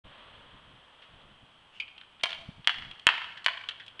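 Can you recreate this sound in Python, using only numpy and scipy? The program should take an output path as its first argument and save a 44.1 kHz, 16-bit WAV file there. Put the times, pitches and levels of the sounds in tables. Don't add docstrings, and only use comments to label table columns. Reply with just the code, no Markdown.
import sys
import numpy as np
from scipy import signal
from scipy.fft import rfft, irfft
from scipy.io import wavfile

SR = 44100
rng = np.random.default_rng(int(sys.argv[2]) if len(sys.argv) > 2 else 0)


def store_pcm(level_fs):
    pcm = np.round(np.clip(level_fs, -1, 1) * 32767).astype(np.int16)
    wavfile.write(sys.argv[1], SR, np.atleast_2d(pcm).T)


N = 176400

# frequency in Hz, relative density in dB.
TOWN_SPECTRUM = [(180, -16), (300, -10.5), (329, -16), (372, -12.5), (520, -1.5), (634, -2), (762, -6),
                 (1030, -0.5), (2020, -6), (2250, -9.5), (3250, -1), (5460, -38), (7640, -45), (8250, -33),
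                 (11500, -56), (15000, -77), (22000, -120)]
HISS_SPECTRUM = [(30, -32), (200, -3), (500, -4.5), (1100, 1), (2300, -6), (2800, -0.5), (3200, 5.5),
                 (3700, -10), (5000, -21), (7000, -27), (10500, -27), (12000, -62)]
WIND_SPECTRUM = [(20, 3), (70, 3), (150, 2), (250, -3.5), (400, -14.5), (700, -16), (1500, -66),
                 (5000, -69)]
RUB_SPECTRUM = [(200, -43), (2400, -10), (2950, 2), (3300, -9), (3900, -23), (6500, -29), (11000, -48)]
# time in seconds, level in dB.
TOWN_ENVELOPE = [(0, -57.5), (.2, -53.5), (.6, -59), (.9, -62), (1.2, -60), (1.55, -68.5), (2.1, -73.5),
                 (4, -63.5)]
# centre in seconds, 1/e half-width in seconds, level in dB.
WIND_PUFFS = [(0.052, 0.047, -57.5), (0.417, 0.2, -64.5), (0.549, 0.018, -60), (0.716, 0.057, -61),
              (1.137, 0.046, -62), (1.283, .07, -63), (1.43, 0.016, -60), (2.446, 0.095, -60.5),
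              (2.492, 0.0045, -41), (2.592, 0.017, -51), (2.804, 0.047, -54), (2.886, 0.036, -53.5),
              (3.27, 0.023, -71)]
# start in seconds,
# level in dB, T60 in seconds, then middle, treble and metal ping gains in dB.
BIKE_CLICKS = [(1.019, -20, 0.16, 8, 0, -2), (1.214, -32, 0.055, -3, -3, 8), (1.879, -21, 0.039, 2, -10, 1),
               (1.979, -17, 0.032, -6, -5, 0.5), (2.012, -17.5, 0.015, 10, -8, -20),
               (2.196, -21.5, 0.062, 7, -8, 2), (2.21, -20.5, 0.024, 5, -5, -11),
               (2.233, -5, .03, -9, -3, 8), (2.292, -7, .04, 5, 2.5, -2), (2.305, -10, 0.021, 6, 9, 0),
               (2.318, -8, 0.015, 0, 0, 2.5), (2.328, -3, .04, 2.5, -2, -5.5),
               (2.644, -15, .04, 6, -5, 6.5), (2.912, -11, 0.019, -5, 3, 9.5),
               (2.995, -19, 0.022, -3, 9.5, 10), (3.373, -13.5, 0.055, 13, 3, -0.5),
               (3.443, -10.5, 0.053, -3, 13.5, 1), (3.687, 0, 0.046, 4.5, 4, 0.5),
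               (3.798, -15, 0.077, 14.5, 0, 1), (3.863, -20.5, 0.036, -4, 12.5, -2),
               (3.880, -17, 0.027, -5, 4, 13.5), (3.993, -3, 0.12, 5.5, -10.5, 7)]
# frequency in Hz, gain in dB.
CLICK_RESPONSE = [(100, -70), (600, -18), (1100, -8), (1600, -6), (2500, 2.5), (3000, 8), (3300, 9),
                  (3700, 1), (4500, -8), (6000, -23.5), (10000, -33.5), (12500, -52)]
BITE_RESPONSE = [(200, -35), (1900, -12), (2150, 5), (2400, 14.5), (2750, 3.5), (3150, 14.5), (3500, -0.5),
                 (4100, -12), (4800, -6), (5400, -22), (10000, -34), (12500, -56)]
PLANK_RESPONSE = [(30, -6), (200, -8), (450, -11), (640, -8), (780, -4), (920, -0.5), (1150, 1), (1400, 2),
                  (1750, 7), (2400, 6), (2850, 10), (3250, 11.5), (3600, 5), (4500, -1.5), (6000, -13),
                  (8000, -20.5), (10300, -25), (11800, -47.5)]
# delay in seconds, gain in dB.
WALL_ECHOES = [(.0085, -12), (0.0205, -8.5), (0.0212, -16.5), (0.033, -37.5)]
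FRONT_ECHOES = [(.069, -25.5), (.083, -31.5), (0.109, -25.5), (.148, -30), (0.174, -30.5)]
# frequency in Hz, gain in dB.
SPECULAR_RESPONSE = [(100, -22), (600, -3.5), (950, 8.5), (1300, 3.5), (2200, 2.5), (3200, -4), (4500, -8),
                     (7000, -9), (11000, -12)]
DIFFUSE_RESPONSE = [(100, -15), (400, 1.5), (800, 7), (1700, 4.5), (3200, 3.5), (5000, -2), (8000, -3),
                    (11000, -5)]
# frequency in Hz, T60 in seconds.
REVERB_TIMES = [(100, 0.58), (700, 1.0), (1700, 0.84), (3200, 0.81), (6000, 0.92), (11000, 1)]
# frequency in Hz, relative level in dB, T60 in seconds.
FRAME_RESONANCES = [(2160, -48, 0.33), (2320, -41, 0.25), (2385, -34.5, 0.23), (2530, -47, .25),
                    (2870, -42, 0.16), (3070, -46, .2), (2950, -30, 0.13)]
PLANK_RESONANCES = [(1130, -72.5, .04), (1730, -67, 0.053), (1840, -52.5, 0.1), (2064, -68, .05),
                    (2897, -31.5, 0.024), (3230, -29.5, 0.057)]
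# start in seconds, level in dB, then hollow note, middle, treble, bass
# and clatter gains in dB.
LANDINGS = [(2.2363, 2.5, -28.5, -7, 3, -25, 4), (2.6737, 10.5, -48, -2, -6, -17, -6.5),
            (3.0687, 15.5, -45.5, 2, -8, 1, -8), (3.4624, 6, -36.5, 4, -4, -20, -2)]

BASS_HZ, MIDDLE_HZ, PING_HZ, TREBLE_HZ = 340, 1604, 3256, 4770
FILTER_HZ = np.fft.rfftfreq(8192, 1 / SR)


def amp(db):
    return 10 ** (np.asarray(db) / 20)


def read(points, hz=FILTER_HZ):
    frequency, value = np.transpose(points)
    return np.interp(np.log(hz + 1), np.log(frequency + 1), value)


def noise(spectrum):
    gain = amp(read(spectrum, np.fft.rfftfreq(N, 1 / SR)))
    x = irfft(rfft(rng.standard_normal(N)) * gain, N)
    return x / np.sqrt(np.mean(x ** 2) + 1e-20)


def add(mix, start_s, sound):
    part = mix[round(start_s * SR):][:len(sound)]
    part += sound[:len(part)]


def convolve(x, response):
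    return signal.fftconvolve(x, response)[:len(x)]


def filtered(x, gain_db, smear=1):
    log_gain = np.log(amp(np.maximum(gain_db, -100)))
    mirrored = np.r_[log_gain, log_gain[-2:0:-1]]
    phase = -smear * signal.hilbert(mirrored).imag
    response = np.fft.ifft(np.exp(mirrored + 1j * phase)).real
    return convolve(x, response[:len(gain_db) // 2])


def bell(hz, octaves):
    return np.exp(-.5 * (np.log2((FILTER_HZ + 1) / hz) / octaves) ** 2)


def above(hz):
    return 1 - 1 / (1 + (FILTER_HZ / hz) ** 6)


def decay(t, t60):
    return amp(-60 * t / t60)


def burst(t, t60, rise_s):
    x = rng.choice([-1., 1.], len(t)) * decay(t, t60) * np.minimum((t + 1 / SR) / rise_s, 1)
    return x / np.linalg.norm(x)


def ring(t, modes):
    return sum(amp(db) * decay(t, t60) * np.sin(2 * np.pi * hz * t) for hz, db, t60 in modes)


def tone(hz, db):
    return amp(db) * np.sin(2 * np.pi * hz * np.arange(N) / SR)


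def town_wash(t):
    flutter_db = 0.94 * noise([(1, 3), (25, 8), (80, -7), (400, -100)])
    level_db = np.interp(t, *np.transpose(TOWN_ENVELOPE))
    return noise(TOWN_SPECTRUM) * amp(level_db + flutter_db)


def microphone_hiss():
    return amp(-60.5) * noise(HISS_SPECTRUM) + tone(hz=8000, db=-87.5)


def wind(t):
    breeze = amp(-71.5)
    puffs = sum(amp(db) * np.exp(-((t - centre) / width) ** 2) for centre, width, db in WIND_PUFFS)
    return noise(WIND_SPECTRUM) * (breeze + puffs)


def clicks():
    out, t = np.zeros(N), np.arange(SR // 2) / SR
    for start, db, t60, middle_db, treble_db, ping_db in BIKE_CLICKS:
        colour = read(CLICK_RESPONSE) + middle_db * bell(MIDDLE_HZ, octaves=0.29)
        colour += treble_db * above(TREBLE_HZ) + ping_db * bell(PING_HZ, octaves=.035)
        add(out, start, amp(db) * filtered(burst(t, t60, rise_s=0.0011), colour))
    return out


def square_reflections(x):
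    t, walls, scatter = np.arange(SR) / SR, np.zeros(SR), np.zeros(SR)
    for delay, db in WALL_ECHOES:
        add(walls, delay, amp([db]))
    for delay, db in FRONT_ECHOES:
        add(scatter, delay, amp(db) * burst(t[:SR // 20], t60=0.027, rise_s=.001))
    add(scatter, .021, amp(-15) * burst(t, t60=0.12, rise_s=0.0019))
    hz, when, bands = signal.stft(rng.standard_normal(SR), SR, nperseg=256)
    bands *= decay(when, read(REVERB_TIMES, hz)[:, None])
    tail = signal.istft(bands, SR, nperseg=256)[1][:SR]
    tail *= np.sqrt(np.minimum(t / 0.044, 1))
    diffuse = filtered(scatter + amp(-14) * tail / np.linalg.norm(tail), read(DIFFUSE_RESPONSE))
    specular = filtered(walls, read(SPECULAR_RESPONSE))
    return convolve(x, diffuse + specular)


def brake_rub(t, centre_s=1.765, width_s=0.035):
    return amp(-55) * noise(RUB_SPECTRUM) * np.exp(-((t - centre_s) / width_s) ** 2)


def brake_bite(start_s=1.7995):
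    out, t = np.zeros(N), np.arange(SR // 2) / SR
    grip = filtered(burst(t, t60=0.057, rise_s=0.0011), read(BITE_RESPONSE))
    frame = amp(-15.5) * ring(t, FRAME_RESONANCES)
    add(out, start_s, amp(-2.5) * (grip + frame))
    return out


def plank_knocks(hollow_hz=672, hollow_t60=0.041):
    out, t = np.zeros(N), np.arange(SR) / SR
    bass, middle, treble = 1 - above(BASS_HZ), bell(MIDDLE_HZ, octaves=0.37), above(TREBLE_HZ)
    crack = t == 0
    for start, db, hollow_db, middle_db, treble_db, bass_db, clatter_db in LANDINGS:
        clatter = filtered(burst(t, t60=0.029, rise_s=0.00067), -7 * treble - 8 * bass)
        contact = crack + amp(clatter_db) * clatter
        wood = filtered(contact, read(PLANK_RESPONSE), smear=2.34) + ring(t, PLANK_RESONANCES)
        colour = middle_db * middle + treble_db * treble + bass_db * bass
        hollow = ring(t, [(hollow_hz, hollow_db, hollow_t60)])
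        knock = amp(db) * (filtered(wood, colour) + hollow)
        add(out, start, knock + square_reflections(knock))
    return out


def low_hum(t, start_s=3.1, rise_s=0.081):
    return tone(hz=106, db=-70) * np.clip((t - start_s) / rise_s, 0, 1)


def scene():
    t = np.arange(N) / SR
    metal = clicks() + brake_bite()
    deck = plank_knocks()
    bike = metal + amp(-2.5) * square_reflections(metal) + brake_rub(t)
    background = town_wash(t) + microphone_hiss() + wind(t) + low_hum(t)
    return (bike + deck + background)[None]


def record(dry, start_s=0.0382, rise_s=0.012, ceiling=.71, cutoff_hz=11700):
    opened = dry * np.clip((np.arange(N) / SR - start_s) / rise_s, 0, 1)
    saturated = opened / (1 + (opened / ceiling) ** 8) ** (1 / 8)
    low_pass = signal.firwin(255, cutoff_hz, window=("kaiser", 8), fs=SR)
    return signal.oaconvolve(saturated, low_pass[None], "same")


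dry = scene()
out = record(dry)
store_pcm(out)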